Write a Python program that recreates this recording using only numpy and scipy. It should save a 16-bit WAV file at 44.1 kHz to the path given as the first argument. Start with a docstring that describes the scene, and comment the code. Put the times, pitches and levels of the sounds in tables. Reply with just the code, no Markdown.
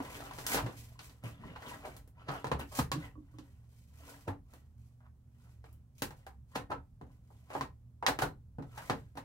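"""In a small kitchen, a thin plastic food tray is slid out of its wrap, set down on a glass hob
and prised at until its lid gives. The plastic buckles in snaps and crunches, and patches of the lid
flip with a hollow tock. Film and fingers rub over the tray; it scrapes, rocks and bumps, and the
hob booms under it. The room gives a short echo, over the low hum of an appliance."""
import sys
import numpy as np
from scipy import signal
from scipy.fft import rfft, irfft
from scipy.io import wavfile

SR = 44100
rng = np.random.default_rng(int(sys.argv[2]) if len(sys.argv) > 2 else 0)


def materialize(psi):
    """Save the field psi as 16-bit PCM at rate SR to the path in sys.argv[1].

    A 1-D psi becomes a single channel; in a 2-D psi each row is a channel.
    """
    bounded = np.clip(np.atleast_2d(psi).T, -1, 1)
    quanta = np.round(bounded * 32767).astype(np.int16)
    wavfile.write(sys.argv[1], SR, quanta)


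N = 407484


def buckle(db, thud_db, crack_db, fizz_db, ring_ms, build_ms, pop=3.3, energy_ms=4.3, size=2048):
    """One buckle: tiny slips build up, then the plastic sheet pops over and flutters out."""
    # pitch ranges of the thud, body, crack and fizz: low_hz, high_hz
    ranges = [(80, 400), (400, 2000), (2500, 8000), (8000, 16000)]
    ms = (np.arange(size) - size // 2) * 1000 / SR  # the pop lies in the middle
    force = rng.standard_normal(size) * np.exp(-np.maximum(ms / ring_ms, -ms / build_ms))
    force[size // 2] += pop * np.sqrt(ring_ms) * undb(0.25 * crack_db)  # dull knocks pop less
    # a crack has no pitch, so even out its peaks and dips
    spectrum = rfft(force, 2 * size)
    force = irfft(spectrum * causal(-.75 * np.log(np.abs(spectrum) + 1e-3)))
    force *= np.sqrt(energy_ms * SR / 1000 / np.sum(force ** 2))
    low, high = np.transpose(ranges)
    db_per_hz = db + np.array([thud_db, 0, crack_db, fizz_db]) - 10 * np.log10(2 * (high - low) / SR)
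    return through(force, response(np.c_[np.sqrt(low * high), db_per_hz], size=size))


def buckles(events, ring_ms, build_ms, echo_db=3.5, hidden=0.074, shell_db=2.5, size=2048):
    """The plastic shell buckles at a new spot each time, so each blow has its own echo."""
    # tone of the shell: pitch_hz, level_db
    shell_tone = [(30, -21.5), (70, -17.5), (100, -3), (140, 4), (190, -5.5), (270, -4), (600, -5),
                  (1000, -3), (1700, 1.5), (2400, -1.5), (3300, 0), (4500, 2.5), (9000, 2.5), (13000, 1),
                  (16000, -2)]
    out, shell = np.zeros((2, N)), undb(shell_db) * response(shell_tone)
    for start_s, db, thud_db, crack_db, fizz_db in events:
        blow = through(buckle(db, thud_db, crack_db, fizz_db, ring_ms, build_ms), shell)
        room_db = echo_db - hidden * crack_db  # dull blows come from the covered side: more echo
        add(out, start_s - size // 2 / SR, kitchen(blow, room_db) / np.hypot(1, undb(room_db)))
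    return out


def snaps(drag):
    """The shell gives all at once, in sharp snaps and in small creases as it slides."""
    # sudden buckles: time_s, level_db, thud_db, crack_db, fizz_db (last three added to level_db)
    sudden_buckles = [(0.003, -31.5, -7.5, -24, -28), (0.05, -42.5, -25, -21.5, -20),
                      (0.386, -36, -7, -9, -14), (0.466, -38, -23.5, 5, 7), (0.992, -42.5, -37, -3.5, -21),
                      (1.096, -54, -3, -3, -14), (1.238, -45.5, 14.5, -12.5, -8.5),
                      (1.853, -38, -17, -16, -21), (1.966, -51, -9, -4, -1), (2.076, -62, 3, -8.5, 0),
                      (2.444, -26, -7, -21, -28.5), (2.469, -34, -4.5, -14, -22),
                      (2.516, -17.5, -5.5, -23.5, -34), (2.917, -30, -2.5, -1, -11),
                      (3.386, -52.5, 8.5, -1.5, -11.5), (4.537, -52, -0.5, -9, -8),
                      (5.642, -46.5, -8, -19, -27), (5.728, -71, 3, -7, 10), (6.021, -26, -2, -7.5, -8),
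                      (6.107, -40.5, -16, -17.5, -19), (6.266, -37.5, -23.5, -20, -20.5),
                      (7.013, -41, 3.5, -27.5, -32.5), (7.304, -49.5, -13.5, -45, -27),
                      (7.503, -33, -18.5, -27.5, -34), (7.551, -21.5, -16, -38, -56),
                      (7.61, -26, -6.5, -15.5, -26), (8.026, -24, -17.5, -32.5, -43),
                      (8.065, -15.5, -33, -7, -21), (8.084, -17, -8.5, -20, -20),
                      (8.189, -23, -14, -15.5, -20.5), (8.585, -35, 6.5, -35.5, -40),
                      (8.624, -42, -1, -22, -29), (8.898, -19, -6.5, -17, -28.5),
                      (9.154, -47.5, 6, -22, -22)]
    return buckles(sudden_buckles + creases(drag), ring_ms=2.5, build_ms=0.27)


def crunches():
    """Creases in the shell build up before they give."""
    # slower buckles: time_s, level_db, thud_db, crack_db, fizz_db (last three added to level_db)
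    slow_buckles = [(0.546, -23.5, -1, -10.5, -10), (0.574, -21.5, -21, -13, -34),
                    (0.587, -23.5, -27, -21, -32), (0.664, -33.5, 1, -15, -24), (1.562, -33, -36, -20, -53),
                    (2.288, -31.5, 1, -12, -29), (2.596, -32, -6.5, -21, -14.5),
                    (2.791, -25.5, 2.5, -8, -10), (4.281, -25.5, -4, -26, -31),
                    (6.558, -23.5, -8, -14.5, -22), (6.706, -26.5, -9.5, -33, -35),
                    (6.718, -24.5, -20, -25, -38), (8.222, -20, -8, -15.5, -18),
                    (8.236, -26.5, -5, -33, -35), (8.779, -30, -27, -18.5, -21),
                    (9.175, -31.5, -14, -17.5, -22.5)]
    return buckles(slow_buckles, ring_ms=5.2, build_ms=3.0)


def creases(drag, count=44, above_drag_db=8, scatter_db=3, thud_db=-14, crack_db=-14.5, fizz_db=-22.5):
    """List small creases that give at random moments, louder when the tray slides harder."""
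    moments = rng.integers(0, N, count)
    levels = 20 * np.log10(drag[moments] + 1e-6) + above_drag_db + scatter_db * rng.standard_normal(count)
    return [(i / SR, db, thud_db, crack_db, fizz_db) for i, db in zip(moments, levels)]


def tray(sound, direct=0.58, ring=0.48, size=4096):
    """The tray's walls pass each sound on and ring briefly at their own pitches."""
    # ringing of the walls (wider fades sooner): pitch_hz, width_hz, level_db
    wall_notes = [(280.4, 14, 6), (447, 26, -11.5), (503, 110, 1), (618, 13, -0.5), (754, 43, 2),
                  (842, 160, 1.5), (1010, 28, 2), (1320, 9.7, -0.5), (1485, 9.1, -7.5), (1857, 6.1, -1.5),
                  (2770, 720, -8.5), (4100, 580, -6)]
    t, walls = np.arange(size) / SR, np.zeros(size)
    for hz, width, db in wall_notes:
        fade = 2 * np.pi * width / SR * np.exp(-np.pi * width * t)
        walls += ring * undb(db) * fade * np.cos(2 * np.pi * hz * t)
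    walls[0] += direct
    return np.array([through(ear, walls) for ear in sound])


def tocks(fade_s=0.068):
    """A patch of the lid flips over with a hollow tock, at a pitch set by its size."""
    # flips: start_s, level_db, pitch_hz
    flips = [(6.266, -42, 788), (6.718, -33.5, 1315), (7.609, -30, 1034), (8.025, -33, 950),
             (8.225, -32, 1450), (9.174, -45, 1030)]
    out = np.zeros(N)
    for start_s, db, hz in flips:
        add(out, start_s, undb(db) * ringing(hz, fade_s, contact_s=1 / hz))
    return out


def strokes(drop_db=13.5, roundness=1.41):
    """How strongly the tray slides and the film rustles as each hand stroke speeds up and slows."""
    # hand strokes: fastest_s, rise_s, fall_s, drag_db, crinkle_db
    hand_moves = [(0.10, 0.17, 0.65, -47.5, -58), (0.39, 0.011, 0.037, -59, -49.5),
                  (0.529, 0.059, 0.05, -33.5, -37.5), (0.66, 0.062, 0.077, -47.5, -77),
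                  (0.785, 0.09, 0.11, -86, -60.5), (0.995, .006, 0.12, -57, -59.5),
                  (1.249, 0.02, 0.094, -47, -65), (1.48, 0.1, 0.14, -51, -72.5),
                  (1.688, 0.099, .12, -45, -60), (1.864, 0.09, 0.12, -50.5, -65),
                  (2.21, 0.042, 0.032, -55, -84), (2.325, 0.057, .1, -43.5, -63.5),
                  (2.604, 0.011, 0.026, -37, -61), (2.786, 0.067, 0.01, -49, -43.5),
                  (3.033, 0.075, 0.058, -50, -64.5), (3.41, 0.24, 0.26, -70.5, -80.5),
                  (3.8, 0.2, 0.12, -78.5, -76), (4.098, .13, 0.13, -54.5, -59),
                  (4.539, 0.068, 0.1, -65, -75.5), (4.85, .2, 0.18, -84, -84.5),
                  (5.48, 0.15, 0.099, -69.5, -76.5), (5.655, 0.029, 0.12, -69, -80),
                  (5.99, 0.032, 0.025, -70.5, -63.5), (6.16, .04, 0.16, -70.5, -78.5),
                  (6.53, 0.036, .015, -64.5, -70.5), (7.11, .06, 0.089, -72, -81.5),
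                  (7.34, 0.12, 0.35, -73, -80), (7.562, 0.062, 0.062, -45.5, -61.5),
                  (8.82, .11, 0.17, -52, -62)]
    power = np.zeros((2, N))
    for fastest_s, rise_s, fall_s, drag_db, crinkle_db in hand_moves:
        t = np.arange(-int(3 * rise_s * SR), int(3 * fall_s * SR)) / SR
        speed = undb(-drop_db * np.maximum(-t / rise_s, t / fall_s) ** roundness)
        add(power, fastest_s + t[0], (undb([[drag_db], [crinkle_db]]) * speed) ** 2)
    return np.sqrt(power)


def rubbing(drag, crinkle, slide_db=-3, chatter_share=0.5, film_db=-2):
    """Each stroke drags the tray (dull, coarse) and crinkles the film (bright, fine)."""
    # tone of the sliding tray: pitch_hz, level_db
    slide_tone = [(60, -33.5), (140, 2.5), (300, -3.5), (550, -4.5), (900, -6.5), (1800, -5.5),
                  (3000, -12.5), (6000, -23.5), (16000, -40.5)]
    # tone of the film: pitch_hz, level_db
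    film_tone = [(500, -33), (2000, 1.5), (4000, -0.5), (7500, 4.5), (9500, -0.5), (13000, 0.5),
                 (16000, -5.5)]
    coarse = friction(per_s=900, spread_db=0.5, hiss_share=0.98) + chatter_share * chatter()
    fine = friction(per_s=1800, spread_db=8.0, hiss_share=0.26)
    slide = undb(slide_db) * drag * unit(through(coarse, response(slide_tone)))
    film = undb(film_db) * crinkle * unit(through(fine, response(film_tone)))
    return (kitchen(slide, echo_db=0) + kitchen(film, echo_db=9))[:, :N]


def friction(per_s, spread_db, hiss_share):
    """Surfaces stick and slip, making uneven ticks over a smooth hiss."""
    chance, sign, hiss = rng.random(N), rng.standard_normal(N), rng.standard_normal(N)
    sizes = undb(spread_db * np.minimum(rng.exponential(size=N), 4))
    ticks = (chance < per_s / SR) * np.sign(sign) * sizes
    return unit(unit(ticks) + hiss_share * hiss)


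def chatter(per_s=260, spread_db=4.0, low_hz=350, high_hz=3800, cycles=4.5, size=1024):
    """Small folds catch and let go, each ringing briefly at a pitch of its own."""
    out, t = np.zeros(N), np.arange(size) / SR
    for when, pitch, luck in rng.random((int(per_s * N / SR), 3)):
        hz = low_hz * (high_hz / low_hz) ** pitch
        strength = undb(-spread_db * np.log(luck + .03)) * hz
        add(out, when * N / SR, strength * np.sin(2 * np.pi * hz * t) * np.exp(-hz * t / cycles))
    return unit(out)


def bumps(fade_cycles=19):
    """The weight of the food booms in the surface below; low booms last longer."""
    # landings of the tray: start_s, level_db, pitch_hz
    landings = [(0.002, -27, 270), (0.634, -24.5, 120.4), (0.645, -34, 282), (1.243, -31.5, 116),
                (2.301, -42, 154), (2.533, -29.5, 69.2), (2.785, -26.5, 241), (2.803, -28, 71.2),
                (2.933, -28, 135), (2.972, -27, 159), (4.278, -27.5, 99), (8.238, -29.5, 153)]
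    out = np.zeros(N)
    for start_s, db, hz in landings:
        add(out, start_s, undb(db) * ringing(hz, fade_cycles / hz, contact_s=1.1 / hz))
    return out


def rocking():
    """The tray rocks to rest: its rim ticks and its loaded floor answers dully, never quite alike."""
    # touches of the rim: start_s, level_db, hardness_db (treble boost per octave)
    touches = [(2.917, -46.5, 10.5), (2.952, -40.5, -1), (3.154, -61, 5), (3.177, -51, -6),
               (3.339, -60.5, 1.5), (3.384, -51, -1)]
    # ringing of the rocked tray: pitch_hz, level_db, fade_s
    notes = [(291, 12, 0.086), (520, -5.5, 0.11), (1020, -10.5, 0.067), (1118, -3.5, 0.057),
             (1700, -30.5, 0.031)]
    out, lowest_hz = np.zeros(N), notes[0][0]
    for start_s, db, hardness_db in touches:
        for hz, note_db, fade_s in notes:
            strength = undb(db + note_db + hardness_db * np.log2(hz / lowest_hz))
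            add(out, start_s, strength * ringing(hz * rng.uniform(.975, 1.025), fade_s, contact_s=1 / hz))
    return out


def scrapes(band_ratio=1.5):
    """The rim judders under a finger or along the surface, swelling and fading around a rough pitch."""
    # scrapes of the rim: start_s, length_s, level_db, pitch_hz
    rim_scrapes = [(1.227, 0.098, -59.5, 213), (1.377, 0.15, -51.5, 139), (1.824, 0.074, -49.5, 600),
                   (2.266, 0.12, -44, 950), (2.705, 0.096, -54.5, 810), (2.788, 0.0097, -28.5, 870),
                   (4.992, 0.1, -71, 980), (5.423, 0.089, -77.5, 920)]
    out, slips = np.zeros(N), friction(per_s=270, spread_db=6.0, hiss_share=0.96)
    for start_s, length_s, db, hz in rim_scrapes:
        band = signal.butter(2, [hz / band_ratio, hz * band_ratio], "bandpass", fs=SR, output="sos")
        judder = unit(signal.sosfilt(band, slips[int(start_s * SR):int((start_s + length_s) * SR)]))
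        add(out, start_s, undb(db) * judder * signal.windows.tukey(len(judder)))
    return out


def rumble(handling, gain_db=-31, follow=0.52, linger_samples=4000):
    """Handling shakes the worktop, which rumbles on a little after each move."""
    # tone of the worktop: pitch_hz, level_db
    worktop_tone = [(15, -25.5), (30, -8), (50, 2.5), (75, -1), (130, -5), (220, -21.5), (600, -62.5)]
    effort = signal.lfilter([1 / linger_samples], [1, 1 / linger_samples - 1], np.abs(handling[0]))
    shaking = unit(through(rng.standard_normal(N), response(worktop_tone)))
    return undb(gain_db) * effort ** follow * shaking


def kitchen(sound, echo_db, build_s=0.0003, right_lag_samples=8, size=10240):
    """Sound reaches the left side first; hob, worktop and walls answer with a short, dense echo."""
    # the room's echo: pitch_hz, fade_s (to fall 60 dB), level_db
    echo_bands = [(100, 0.43, -5.5), (264.5, 0.25, 1), (700, 0.19, -2.5), (1800, 0.18, -1),
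                  (5230, 0.15, -1), (13000, 0.16, 0)]
    t, hz = np.arange(size) / SR, np.fft.rfftfreq(size, 1 / SR)
    noise, echo = rfft(diffuse(size)), 0
    centres = np.transpose(echo_bands)[0]
    for share, (_, fade_s, db) in zip(np.eye(len(echo_bands)), echo_bands):
        band = irfft(noise * read(np.c_[centres, share], hz))
        echo = echo + undb(db) * band * np.exp(-np.log(1000) * t / fade_s)
    echo = unit(echo * (1 - np.exp(-t / build_s))) * undb(echo_db) / np.sqrt(size)
    echo[0, 0] += 1  # the direct sound
    echo[1, right_lag_samples] += 1
    return signal.oaconvolve(sound[None], echo, axes=1)


def hum(waver_db=3.5, wander_hz=4, swell_db=3.0, air_db=-62, left_db=-1.5):
    """An appliance hums in low, wavering tones over the room's rumble and faint hiss."""
    # tones of the appliance: pitch_hz, level_db
    hum_notes = [(73, -63), (116, -62), (240, -77)]
    # tone of the still room: pitch_hz, level_db
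    air_tone = [(20, -14), (45, -1), (70, 0), (140, -1), (200, -10), (310, -22), (500, -27), (1000, -32),
                (2000, -42.5), (4000, -46), (8000, -45), (15000, -46.5)]
    tones = np.zeros(N)
    for hz, db in hum_notes:
        strength = undb(db + waver_db * drift(9.8)) * np.sqrt(2)
        pitch_hz = hz + wander_hz * drift(17)
        tones += strength * np.sin(2 * np.pi * np.cumsum(pitch_hz) / SR)
    air = unit(np.array([through(ear, response(air_tone)) for ear in diffuse(N)]))
    return (tones * undb(swell_db * drift(15)) + undb(air_db) * air) * undb([[left_db], [0]])


def diffuse(size, alike_below_hz=480):
    """Noise from all sides: left and right are alike in the bass, unrelated in the treble."""
    likeness = .97 / (1 + (np.fft.rfftfreq(size, 1 / SR) / alike_below_hz) ** 3)
    mid, side = rfft(rng.standard_normal((2, size)))
    mid, side = mid * np.sqrt((1 + likeness) / 2), side * np.sqrt((1 - likeness) / 2)
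    return irfft([mid + side, mid - side], size)


def ringing(hz, fade_s, contact_s):
    """One softly struck note that falls 60 dB in fade_s."""
    t = np.arange(SR // 2) / SR
    return np.sin(2 * np.pi * hz * t) * np.exp(-np.log(1000) * t / fade_s) * (1 - np.exp(-t / contact_s))


def drift(per_s):
    """Glide between random values, mostly within -1 to 1."""
    values = rng.standard_normal(int(N / SR * per_s) + 2)
    return np.interp(np.arange(N) / SR * per_s, np.arange(len(values)), values)


def undb(db):
    """Turn decibels into a multiplier."""
    return 10 ** (np.asarray(db) / 20)


def unit(x):
    """Scale to an average strength (rms) of 1."""
    return x / np.sqrt(np.mean(x ** 2))


def add(out, start_s, x):
    """Mix x into out from start_s on."""
    i = int(start_s * SR)
    x, i = x[..., max(-i, 0):], max(i, 0)
    out[..., i:i + x.shape[-1]] += x[..., :N - i]


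def read(points, hz):
    """Read between (pitch_hz, value) points, with octaves evenly spaced."""
    pitches, values = np.transpose(points)
    return np.interp(np.log(hz + 1e-3), np.log(pitches), values)


def response(points, size=4096):
    """A filter's answer to one click, given its tone as (pitch_hz, level_db) points."""
    return irfft(causal(np.log(undb(read(points, np.fft.rfftfreq(size, 1 / SR))))))


def causal(log_gain):
    """Spectrum of the quickest-answering filter with these log gains."""
    cepstrum = irfft(log_gain)
    half = len(cepstrum) // 2
    cepstrum[1:half] *= 2
    cepstrum[half + 1:] = 0
    return np.exp(rfft(cepstrum))


def through(x, click_response):
    """Pass x through a filter, keeping its length."""
    return signal.oaconvolve(x, click_response)[:len(x)]


def scene():
    """Tray and film in the kitchen, over the hum."""
    drag, crinkle = strokes()
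    plastic = tray(snaps(drag) + crunches() + rubbing(drag, crinkle))
    contacts = kitchen(rocking() + scrapes() + tocks(), echo_db=-1.5)[:, :N]
    handling = plastic + contacts
    return handling + bumps() + rumble(handling) + hum()


def record(dry, left_cut_hz=20, top_hz=15900):
    """The left side loses a little deep bass; both sides lose the highest treble."""
    left = signal.sosfilt(signal.butter(1, left_cut_hz, "highpass", fs=SR, output="sos"), dry[0])
    return signal.sosfilt(signal.ellip(10, .2, 70, top_hz, fs=SR, output="sos"), [left, dry[1]])


dry = scene()
out = record(dry)
materialize(out)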